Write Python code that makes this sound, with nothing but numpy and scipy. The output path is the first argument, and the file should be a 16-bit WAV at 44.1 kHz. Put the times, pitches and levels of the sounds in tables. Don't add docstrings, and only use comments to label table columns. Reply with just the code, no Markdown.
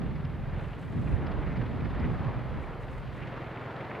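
import sys
import numpy as np
from scipy import signal
from scipy.fft import rfft, irfft
from scipy.io import wavfile

SR = 44100
rng = np.random.default_rng(int(sys.argv[2]) if len(sys.argv) > 2 else 0)


def log_audio(samples):
    frames = np.atleast_2d(samples).T
    limited = np.clip(frames, -1, 1)
    pcm = np.round(limited * 32767).astype(np.int16)
    wavfile.write(sys.argv[1], SR, pcm)


N = 176400
T = np.arange(N) / SR
WIND_PAN_DB = -1.5

# time_s, rate_hz
BLADE_RATE = [(0, 21.28), (.8, 21.28), (1.3, 20.7), (2.2, 20.55), (3, 20.6), (3.4, 20.78), (4, 20.75)]


def amp(db):
    return 10 ** (np.asarray(db) / 20)


def unit(x):
    return x / np.sqrt(np.mean(x ** 2) + 1e-20)


def curve(rows):
    time_s, *columns = np.transpose(rows)
    return [np.interp(T, time_s, column) for column in columns]


def colour(x, spectrum):
    hz, db = np.transpose(spectrum)
    f = np.fft.rfftfreq(N, 1 / SR)
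    gain = amp(np.interp(np.log(f + 1), np.log(hz), db))
    return unit(irfft(rfft(x) * gain, N))


def wander(rate_hz):
    f = np.fft.rfftfreq(N, 1 / SR)
    return unit(irfft(rfft(rng.standard_normal(N)) * (f > 0) * np.exp(-(f / rate_hz) ** 2), N))


def stereo_noise(correlation):
    noise = rng.standard_normal((3, N))
    return np.sqrt(correlation) * noise[0] + np.sqrt(1 - correlation) * noise[1:]


def pan(db):
    return amp([[db], [-db]])


def add(mix, centre_s, sound):
    at = round(centre_s * SR) + np.arange(sound.shape[-1]) - sound.shape[-1] // 2
    inside = (at >= 0) & (at < N)
    mix[..., at[inside]] += sound[..., inside]


def burst(drive, half_width_s, centre_hz, octaves):
    size = drive.shape[-1]
    f = np.fft.rfftfreq(size, 1 / SR)
    t = (np.arange(size) - size // 2) / SR
    bell = np.exp(-(t / half_width_s) ** 2)
    band = irfft(rfft(drive) * np.exp(-(np.log2((f + 1) / centre_hz) / octaves) ** 2), size)
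    return unit(band * bell) * np.sqrt(np.mean(bell ** 2))


def blade_passes(thump_at_s=.252):
    passes = np.cumsum(curve(BLADE_RATE)[0]) / SR
    return passes - np.interp(thump_at_s, T, passes)


def thump(passes, sweep_s_per_hz=.00009, sweep_centre_hz=129.4, jitter_rad=.1):
    # multiple, approach_db, abeam_db
    harmonics = [(2, -57, -64), (3, -56, -68), (4, -48, -64), (5, -50, -55), (6, -46, -49.5), (7, -44, -53),
                 (8, -50, -58), (9, -56, -69), (10, -58, -63), (11, -63, -70), (12, -68, -64)]
    # time_s, gain_db
    strength = [(0, 3), (.11, -7), (.16, 2.5), (.25, 5.5), (.31, 2.5), (.42, -1), (.58, 2.5), (.67, -0.5),
                (.73, -5), (.86, -3.5), (1.1, 3.5), (1.7, -3), (2.3, 4.5), (2.8, -4.5), (3.35, 1.5),
                (3.65, 2), (4, -1.5)]
    abeam = np.sin(np.pi / 2 * T / T[-1]) ** 2
    rate_hz = BLADE_RATE[0][1]
    out = np.zeros(N)
    for k, approach_db, abeam_db in harmonics:
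        sweep = np.pi * sweep_s_per_hz * (k * rate_hz - sweep_centre_hz) ** 2
        phase = 2 * np.pi * k * passes + sweep + jitter_rad * wander(rate_hz=21)
        out += amp(approach_db + (abeam_db - approach_db) * abeam) * np.sqrt(2) * np.cos(phase)
    return out * amp(curve(strength)[0] + .6 * wander(rate_hz=4))


def scintillate(x, bands=9, depth_db=1.2):
    f, spectrum = np.fft.rfftfreq(N, 1 / SR), rfft(x)
    centres_hz = np.geomspace(700, 6000, bands)
    parts = (irfft(spectrum * np.interp(f, centres_hz, band), N) for band in np.eye(bands))
    return sum(part * amp(depth_db * wander(rate_hz=14)) for part in parts)


def roar(passes, sharpness=4.7, crackle_db=-9.5, crackle_spread_db=6):
    # time_s, body_db, treble_db
    levels = [(0, -48.5, -56), (.38, -50, -60), (.58, -45.5, -56), (.72, -48.5, -56), (.9, -51, -56.5),
              (1.1, -46, -54), (1.29, -42.5, -58), (1.45, -44.5, -53.5), (1.6, -45, -54),
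              (1.82, -47, -55.5), (2.03, -42.5, -54), (2.12, -44, -56.5), (2.31, -43, -55.5),
              (2.42, -46, -57.5), (2.62, -45, -54.5), (2.8, -46.5, -58), (3.13, -49, -56),
              (3.22, -46, -53.5), (3.28, -46, -51.5), (3.37, -43.5, -53), (3.52, -45, -54.5),
              (3.68, -44.5, -52.5), (3.92, -42.5, -52), (4, -41.5, -52)]
    # time_s, lag_passes
    swish_lag = [(0, 0.049), (.3, 0.088), (.8, 0.33), (1.4, 0.73), (2.3, 0.68), (3, 0.84), (4, 0.96)]
    # freq_hz, gain_db
    body_spectrum = [(20, -22), (70, -12.5), (120, 6.5), (190, -1), (270, 2), (450, 2.5), (700, 0),
                     (1200, -3.5), (2000, -11.5), (3500, -26.5), (7000, -68.5)]
    # freq_hz, gain_db
    treble_spectrum = [(300, -14), (900, -19), (1500, -1.5), (1900, 0), (2400, -4), (3200, -10.5),
                       (4200, -18.5), (5500, -30), (7500, -38.5), (14000, -69)]
    body_db, treble_db = curve(levels)
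    lag = curve(swish_lag)[0] + .039 * wander(rate_hz=8.6)
    swell = np.exp(sharpness * (np.cos(2 * np.pi * (passes - lag)) - 1))
    swell *= amp(2.3 * wander(rate_hz=9))
    spikes = amp(crackle_spread_db * np.minimum(rng.exponential(1, N), 4)) * rng.choice([-1, 1], N)
    spikes_per_s = 800 * (.25 + swell)
    crackle = colour(spikes * (rng.random(N) < spikes_per_s / SR), treble_spectrum)
    body = colour(stereo_noise(correlation=.94), body_spectrum) * unit(1 + .15 * swell)
    body *= amp(body_db + 3 + .43 * wander(rate_hz=34))
    swish = colour(stereo_noise(correlation=.91), treble_spectrum) * unit(1 + .7 * swell)
    treble = scintillate(swish + amp(crackle_db) * crackle)
    return body + treble * amp(treble_db - .5 + .32 * wander(rate_hz=5.9))


def turbines():
    # freq_hz, gain_db
    spectrum = [(1500, -18), (3000, 1), (3900, -1), (4700, -4.5), (5600, -14.5), (8000, -27.5),
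                (14000, -47)]
    # time_s, level_db
    levels = [(0, -70.5), (1, -71.5), (2.2, -66), (2.55, -71.5), (3.05, -68), (3.5, -70), (4, -69)]
    return colour(stereo_noise(correlation=.91), spectrum) * amp(curve(levels)[0])


def wind(knee_db=-56):
    # time_s, rumble_db, buffet_db
    levels = [(0, -38, -34), (.2, -37, -48), (.28, -46, -45.5), (.42, -37.5, -46), (.62, -35.5, -61),
              (.76, -45.5, -47), (.89, -43.5, -42.5), (.97, -34, -34), (1.06, -38.5, -39.5),
              (1.14, -30.5, -35.5), (1.2, -47, -37.5), (1.3, -34.5, -37), (1.42, -33.5, -44),
              (1.6, -34.5, -40), (1.7, -35.5, -37.5), (1.82, -38, -36), (1.95, -33.5, -45.5),
              (2.05, -37, -34.5), (2.2, -35, -40.5), (2.29, -39.5, -38), (2.41, -38.5, -48),
              (2.56, -38.5, -42), (2.77, -41.5, -70), (3.04, -41.5, -51.5), (3.22, -43.5, -48),
              (3.45, -52.5, -58), (3.7, -59, -56), (4, -64, -54)]
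    # freq_hz, gain_db
    rumble_spectrum = [(20, -17), (35, -1), (75, -1.5), (120, -8.5), (180, -10.5), (300, -22), (1000, -57),
                       (4000, -87)]
    # freq_hz, gain_db
    buffet_spectrum = [(20, -31), (70, -0.5), (125, 3.5), (180, -1.5), (250, -4), (330, -11), (450, -16.5),
                       (800, -30.5), (2000, -56), (6000, -79)]
    rumble_db, buffet_db = curve(levels)
    rumble = colour(stereo_noise(correlation=.34), rumble_spectrum) * amp(rumble_db + .5)
    buffet = colour(stereo_noise(correlation=.47), buffet_spectrum) * amp(buffet_db + 4)
    buffet /= np.hypot(1, amp(knee_db - buffet_db) ** 2)
    return (rumble + buffet) * amp(.76 * wander(rate_hz=15)) * pan(WIND_PAN_DB)


def microphone_hiss(level_db=-74.5):
    # freq_hz, gain_db
    spectrum = [(100, 0), (6000, .79), (9000, -.99), (14000, -.37)]
    return amp(level_db) * colour(stereo_noise(correlation=.1), spectrum)


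def snaps(half_width_s=.005, gain_db=9.5):
    # centre_s, relative_db
    cuts = [(.159, -68.5), (.252, -64.5), (1.27, -61), (1.317, -63), (1.574, -65.5), (1.852, -66),
            (1.999, -65.5)]
    # freq_hz, gain_db
    spectrum = [(800, -11), (2000, 10), (3300, 5), (4200, -1), (5100, 3), (5900, -25), (9000, -37)]
    envelope = sum(amp(db) * np.exp(-((T - centre_s) / half_width_s) ** 2) for centre_s, db in cuts)
    return colour(stereo_noise(correlation=.97), spectrum) * envelope * amp(gain_db)


def rustle():
    # start_s, length_s, level_db
    brushes = [(0.563, .27, -80), (0.784, .1, -75.5), (0.844, 0.45, -79), (.95, 0.32, -80),
               (1.07, 0.13, -78), (2.108, 0.082, -81), (2.6, 0.14, -80.5), (2.798, .09, -77.5),
               (2.868, 0.23, -78.5), (3.125, 0.13, -78)]
    # freq_hz, gain_db
    spectrum = [(1000, -28), (4000, -3), (7500, 2), (10000, -1), (14000, -13)]
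    power = np.zeros(N)
    for start_s, length_s, level_db in brushes:
        progress = np.clip((T - start_s) / length_s, 0, 1)
        power += (amp(level_db) * np.sin(np.pi * progress ** .42)) ** 2
    noise = colour(stereo_noise(correlation=.93), spectrum)
    grain = amp(3.3 * wander(rate_hz=200))
    return noise * np.sqrt(power) * grain


def slaps(half_width_s=.005, fall_per_s=12, puff_db=-1, size=2048):
    # centre_s, pitch_hz, level_db
    events = [(.647, 2900, -60), (0.735, 2660, -52.5), (0.83, 2680, -59), (.882, 1980, -58),
              (1.076, 2480, -56), (1.123, 2550, -59), (1.17, 1770, -51.5), (1.221, 2710, -60),
              (1.318, 2380, -55), (1.434, 2260, -56), (1.574, 2340, -55), (1.619, 2670, -56),
              (1.661, 2130, -56), (1.808, 2400, -55.5), (1.857, 2060, -51.5), (2.006, 2090, -57),
              (2.048, 2820, -58), (2.641, 2240, -57), (3.811, 2240, -50.5)]
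    t = (np.arange(size) - size // 2) / SR
    out = np.zeros(N)
    for centre_s, pitch_hz, level_db in events:
        cycles = pitch_hz * (t - fall_per_s * t ** 2 / 2) + rng.random()
        chirp = np.sqrt(2) * np.cos(2 * np.pi * cycles) * np.exp(-(t / half_width_s) ** 2)
        puff = burst(rng.standard_normal(size), half_width_s, pitch_hz, octaves=.28)
        add(out, centre_s, amp(level_db) * (chirp + amp(puff_db) * puff))
    return out


def gusts(stereo_spread=.96, size=16384):
    # centre_s, half_width_s, centre_hz, level_db
    eddies = [(.967, 0.0098, 110, -26), (0.996, .016, 96, -31), (1.117, 0.016, 127, -28),
              (1.144, 0.018, 87, -29), (1.592, 0.02, 127, -31), (1.85, .014, 114, -31),
              (2.036, 0.0089, 84, -24), (2.055, 0.032, 253, -38.5), (2.073, 0.016, 95, -29),
              (2.116, 0.018, 117, -32.5), (2.276, 0.027, 101, -32), (2.372, .012, 98, -27.5)]
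    out = np.zeros((2, N))
    for centre_s, half_width_s, centre_hz, level_db in eddies:
        air = rng.standard_normal(size) + stereo_spread * rng.standard_normal((2, size))
        add(out, centre_s, amp(level_db) * burst(air, half_width_s, centre_hz, octaves=.67))
    return out * pan(WIND_PAN_DB)


def rasps(shocks_per_s=1000, size=8192):
    # centre_s, half_width_s, centre_hz, level_db
    surges = [(1.465, .016, 1900, -50.5), (1.51, .012, 1950, -50.5), (1.558, .012, 1900, -50),
              (1.61, .016, 1800, -50), (1.96, .024, 1700, -50.5), (2.038, .018, 1950, -47),
              (2.29, .06, 950, -45.5), (3.199, .008, 1750, -50), (3.232, .015, 2350, -48.5),
              (3.378, .009, 1250, -46.5), (3.479, .008, 1350, -47), (3.573, .009, 2400, -49.5),
              (3.718, .009, 1600, -48.5), (3.912, .013, 2050, -45.5), (3.956, .011, 2150, -45.5)]
    out = np.zeros(N)
    for centre_s, half_width_s, centre_hz, level_db in surges:
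        shocks = rng.standard_normal(size) * (rng.random(size) < shocks_per_s / SR)
        add(out, centre_s, amp(level_db) * burst(shocks, half_width_s, centre_hz, octaves=.36))
    return out


def scene():
    passes = blade_passes()
    aircraft = thump(passes) + roar(passes) + turbines() + snaps() + slaps() + rasps()
    return aircraft + wind() + gusts() + rustle() + microphone_hiss()


def record(dry, low_cut_hz=22, high_cut_hz=14250):
    highpass = signal.butter(3, low_cut_hz, "highpass", fs=SR, output="sos")
    lowpass = signal.firwin(511, high_cut_hz, window=("kaiser", 9), fs=SR)
    return signal.oaconvolve(signal.sosfilt(highpass, dry), lowpass[None], "same")


dry = scene()
out = record(dry)
log_audio(out)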